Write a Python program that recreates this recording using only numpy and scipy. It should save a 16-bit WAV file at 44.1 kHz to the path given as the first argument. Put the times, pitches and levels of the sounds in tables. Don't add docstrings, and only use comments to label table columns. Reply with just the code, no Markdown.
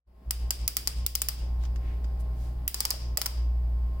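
import sys
import numpy as np
from scipy import signal
from scipy.fft import rfft, irfft, next_fast_len
from scipy.io import wavfile
from scipy.ndimage import uniform_filter1d, minimum_filter1d

SR = 44100
rng = np.random.default_rng(int(sys.argv[2]) if len(sys.argv) > 2 else 0)


def output_pcm(signal):
    pcm = np.clip(np.atleast_2d(signal).T, -1, 1) * 32767
    wavfile.write(sys.argv[1], SR, np.round(pcm).astype(np.int16))


N = 176400
TOP_HZ, CRACK_RISE_S = 16200, 0.000472


def undb(db):
    return 10 ** (np.asarray(db) / 20)


def unit(x):
    return x / np.sqrt(np.sum(x ** 2, axis=-1, keepdims=True))


def colour(x, response):
    n = next_fast_len(x.shape[-1] + 2048, True) // 2 * 2
    hz, db = np.array(response, float).T
    gain_db = np.interp(np.log(np.fft.rfftfreq(n, 1 / SR) + 1), np.log(hz), db)
    cepstrum = irfft(np.log(undb(gain_db)))
    cepstrum[1:n // 2] *= 2
    cepstrum[n // 2 + 1:] = 0
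    return irfft(rfft(x, n) * np.exp(rfft(cepstrum)))[..., :x.shape[-1]]


def noise(spectrum):
    return unit(colour(rng.standard_normal(N), spectrum)) * np.sqrt(N)


def wander(rate_hz):
    step = int(SR / rate_hz)
    return uniform_filter1d(np.repeat(rng.standard_normal(N // step + 1), step), step)[:N]


def pan(left_minus_right_db):
    return undb(np.array([[left_minus_right_db], [-left_minus_right_db]]) / 2)


def add(out, start_s, x):
    i = int(start_s * SR)
    out[:, i:i + x.shape[-1]] += x[:, :N - i]


def appliance():
    # f/Hz, level/dB
    hum = [(59.2, -29.5), (119.4, -48.5), (151.5, -56.5)]
    whine = [(360.7, -66.5), (414.5, -70.5), (636, -74.5), (769.8, -70.5), (829, -75.5), (888.2, -74),
             (1065, -70.5)]
    # f/Hz, relative density/dB
    rumble_spectrum = [(15, 2.5), (40, 4.5), (55, 7), (72, -32), (92, 5), (108, -13.5), (150, -25),
                       (220, -24.5), (400, -61)]
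    air_spectrum = [(100, -16.5), (170, 2), (240, -2), (300, -6.5), (370, -6.5), (470, -11), (640, -8.5),
                    (900, -17), (1080, -17.5), (1300, -22.5), (1900, -25.5), (4100, -34), (4950, -28.5),
                    (6000, -42), (15000, -35.5)]
    # t/s, gain/dB
    bass_fade = [(0, -60), (.05, -55), (.08, -26), (.25, -21), (.28, -2), (.4, 0)]
    air_fade = [(0, -50), (.05, -66), (.075, -14), (.25, -2), (.3, 0), (.4, 5)]
    rotor_hz, rotor_db = 48, -42
    rumble_db, rumble_side_db, air_db, wide_above_hz = -42.5, -18, -57, 486
    drift_rad, waver_db = 0.16, 3.44
    t, antiphase = np.arange(N) / SR, np.array([[1], [-1]])
    bass = undb(rumble_db) * noise(rumble_spectrum)
    bass = bass + undb(rumble_db + rumble_side_db) * noise(rumble_spectrum) * antiphase
    air = np.zeros((2, N))
    for hz, db in [(rotor_hz, rotor_db), *hum, *whine]:
        phase = 2 * np.pi * hz * t + drift_rad * wander(rate_hz=8.6)
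        amplitude = np.sqrt(2) * undb(db + waver_db * wander(rate_hz=6.7))
        if hz < wide_above_hz:
            bass = bass + amplitude * np.sin(phase)
        else:
            air += amplitude * np.sin(phase + rng.random((2, 1)))
    side_response = [(wide_above_hz / 3, -14), (wide_above_hz, -2), (wide_above_hz * 4, -1)]
    side = colour(noise(air_spectrum), side_response)
    air += undb(air_db) * (noise(air_spectrum) + side * antiphase)
    bass *= undb(np.interp(t, *np.array(bass_fade).T))
    air *= undb(np.interp(t, *np.array(air_fade).T))
    return bass + air


def ratchet():
    # t/s, level/dB, low knock/dB, pawl ring/dB, treble/dB, left minus right/dB,
    # wall echo/dB, room/dB, wood pitch/ratio
    snaps = [(0.3083, -2.5, -6.5, -2, 1.5, 3, -29, 1, 1.05),
             (0.5065, -1, -6.5, 0.5, -1.5, 2, -5.5, 3, 1.05), (0.6784, 6, -9, 1, 5.5, 1, -9, -0.5, 1.06),
             (.7681, 1.5, -8.5, -0.5, 3.5, -0.5, -5, 3, 1.01),
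             (0.8737, 0, -6, -0.5, -2.5, 4, -3.5, 4, 0.98), (1.064, 3, -19, 0.5, 5, 3.5, -10, -2, 1.09),
             (1.1528, 0, -7, 4, 5.5, 5, 1.5, -1, 1.08), (1.218, 0, -8.5, -2, 3, 2.5, 0, 2, .99),
             (1.2863, -2, -2, 0, 3, 0, 0, 2.5, 1.06), (2.6784, 1.5, -11.5, -4.5, 8, 0, -7, 0, 1.02),
             (2.7438, -3.5, 1.5, 3.5, 2, 2.5, -7, 3.5, 0.93), (2.8045, -2, -2, 1, 1, 1.5, -6, 3.5, 0.994),
             (2.852, -4, 2, 2.5, -2, -5, 0.5, 4.5, 1.04), (2.905, -5, 2, 5, 2.5, -5, 1, 5, 0.94),
             (3.1729, 0, -3.5, 0, 1.5, -3, 0.5, 3.5, 1.01), (3.2155, -3, 4.5, 1, 2, 3.5, -1, 3.5, 0.71),
             (3.2596, -4.5, 8, 2, 2.5, -1.5, 7.5, 1.5, 1.08)]
    # f/Hz, gain/dB
    crack_spectrum = [(250, -42), (500, -32), (750, -22), (1200, -20), (1480, -25), (1900, -13),
                      (2250, -16), (2900, -8), (4100, -12), (5200, 2), (6300, -3), (7200, 1), (9300, 0),
                      (11800, -3), (15000, 3), (17000, -6)]
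    wall_response = [(500, 1.5), (2000, -5), (4000, -0.5), (4900, 7), (6000, -8), (16000, -4)]
    snap_db, wood_db, pawl_hz = 12, -6, 5300
    crack_hold_s, crack_fall_s, chatter_db, chatter_fall_s = 0.0012, 0.0009, -3, 0.0035
    wall_delay_s, wall_db, wall_pan_db = 0.0046, -13.5, 23
    out, t = np.zeros((2, N)), np.arange(SR // 10) / SR
    contact = np.minimum(t / CRACK_RISE_S, 1) * np.exp(-np.maximum(t - crack_hold_s, 0) / crack_fall_s)
    contact += undb(chatter_db) * np.exp(-t / chatter_fall_s)
    for start_s, level_db, knock_db, ring_db, treble_db, pan_db, echo_db, room_db, pitch in snaps:
        tone = [(540, -11),
                (1080, knock_db), (1081, 0.51 * knock_db), (3040, 0),
                (pawl_hz, ring_db), (8600, 0), (TOP_HZ, treble_db)]
        crack = unit(colour(rng.standard_normal((2, len(t))) * contact, crack_spectrum))
        snap = unit(colour(crack + undb(wood_db) * wood_ring(pitch), tone)) * undb(snap_db + level_db)
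        echo = colour(snap, wall_response) * undb(wall_db + echo_db)
        add(out, start_s, snap * pan(pan_db))
        add(out, start_s + wall_delay_s, echo * pan(wall_pan_db))
        add(out, start_s, colour(room_tail(), tone) * undb(snap_db + level_db + room_db))
    return out


def wood_ring(pitch):
    # f/Hz, level/dB, t60/s
    modes = [(650, -19, .04), (885, -15, .035), (1230, -16, .025), (1950, -13, .018), (2650, -14, .008),
             (3150, -15, .007), (4750, -6, .007), (5400, -5, .006), (7100, -8, .006), (8100, -9, .006),
             (9800, -9, .005), (14600, -7, .005)]
    hz, db, t60_s = np.array(modes).T[:, :, None]
    t = np.arange(SR // 10) / SR
    age_s = np.maximum(t - CRACK_RISE_S * rng.random((2, len(hz), 1)), 0)
    rings = np.sin(2 * np.pi * hz * pitch * age_s) * np.exp(-np.log(1000) * age_s / t60_s)
    return (undb(db) * unit(rings)).sum(1)


def room_tail():
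    # f/Hz, level/dB, t60/s
    bands = [(294, 7, 0.96), (780, 1.5, 0.49), (1390, -3.5, 0.37), (3020, -3.5, 0.49), (4430, -4, 0.38),
             (4810, 6, 0.43), (6050, -7.5, 0.43), (8400, -1, 0.32), (11500, -4.5, 0.28), (15100, -4, 0.26)]
    tail_db, build_s, pan_db = -10.5, 0.0025, 1.5
    t = np.arange(SR * 2 // 3) / SR
    log_hz = np.log(np.fft.rfftfreq(len(t), 1 / SR) + 1)
    log_centres = np.log([row[0] for row in bands])
    white, tail = rfft(rng.standard_normal((2, len(t)))), 0
    for share, (_, db, t60_s) in zip(np.eye(len(bands)), bands):
        band = irfft(white * np.interp(log_hz, log_centres, share), len(t))
        tail = tail + undb(db) * band * np.exp(-np.log(1000) * t / t60_s)
    build_up = 1 - np.exp(-(t / build_s) ** 2)
    return unit(tail * build_up) * undb(tail_db) * pan(pan_db)


def gear_ticks():
    # t/s, level/dB
    ticks = [(1.6368, -24.5), (1.652, -23), (1.759, -21.5), (2.043, -25)]
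    # f/Hz, gain/dB
    spectrum = [(400, 2), (1300, 5), (2700, -2.5), (4000, -4), (5000, 1), (7500, -6.5), (10000, -18),
                (16000, -14)]
    fall_s = 0.006
    out, t = np.zeros((2, N)), np.arange(SR // 10) / SR
    for start_s, db in ticks:
        burst = rng.standard_normal((2, len(t))) * np.exp(-t / fall_s)
        add(out, start_s, undb(db) * unit(colour(burst, spectrum)))
    return out


def hand_rubs():
    # peak t/s, half length/s, level/dB, centre f/Hz, half width at -10 dB/oct
    rubs = [(1.638, 0.034, -58, 3300, 1.1), (1.893, 0.078, -58, 2030, 0.81),
            (2.207, 0.013, -55.5, 10700, 3.9), (2.442, 0.079, -59.5, 4630, 3.2)]
    out, t = np.zeros((2, N)), np.arange(N) / SR
    for peak_s, half_s, db, hz, octaves in rubs:
        band = [(hz / 4 ** octaves, -20), (hz, 0), (hz * 4 ** octaves, -20), (hz * 16 ** octaves, -40)]
        swell = np.exp(-((t - peak_s) / half_s) ** 2)
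        out += undb(db) * swell * np.array([noise(band), noise(band)])
    return out


def frame_knocks():
    # t/s, level/dB
    knocks = [(2.917, -18), (2.939, -15.5), (3.183, -6)]
    # f/Hz, gain/dB
    soft_contact = [(250, -24), (450, -10), (640, 0), (900, -9), (1600, -28), (4000, -55)]
    out = np.zeros((2, N))
    for start_s, db in knocks:
        mono_ring = wood_ring(pitch=0.95)[:1]
        add(out, start_s, undb(db) * unit(colour(mono_ring, soft_contact)))
    return out


def scene():
    # f/Hz, left minus right/dB
    ports = [(250, 0), (600, 1), (3000, 2), (4800, 3.5), (6000, -4.5), (14000, -4)]
    winding = ratchet()
    handling = gear_ticks() + hand_rubs() + frame_knocks()
    handling_reverb = signal.fftconvolve(handling, room_tail(), axes=1)[:, :N]
    left, right = winding + handling + handling_reverb + appliance()
    return np.array([colour(left, [(hz, db / 2) for hz, db in ports]),
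                     colour(right, [(hz, -db / 2) for hz, db in ports])])


def record(dry):
    threshold_db, slope, sense_s, hold_s, release_s = -22.5, 0.74, 0.0043, 0.073, 0.028
    ahead, half_hold = int(sense_s * SR), int(hold_s * SR / 2)
    power = uniform_filter1d((dry ** 2).mean(0), ahead)
    level_db = 10 * np.log10(np.abs(power) + 1e-12)
    cut_db = slope * np.minimum(0, threshold_db - level_db)
    held_db = minimum_filter1d(cut_db, 2 * half_hold + 1, origin=half_hold)
    pole = np.exp(-1 / (release_s * SR))
    gain_db = np.minimum(held_db, signal.lfilter([1 - pole], [1, -pole], held_db))
    gain_db = uniform_filter1d(minimum_filter1d(gain_db, 2 * ahead), ahead)
    low_pass = signal.ellip(8, .2, 70, TOP_HZ, fs=SR, output="sos")
    return signal.sosfilt(low_pass, dry * undb(gain_db))


dry = scene()
out = record(dry)
output_pcm(out)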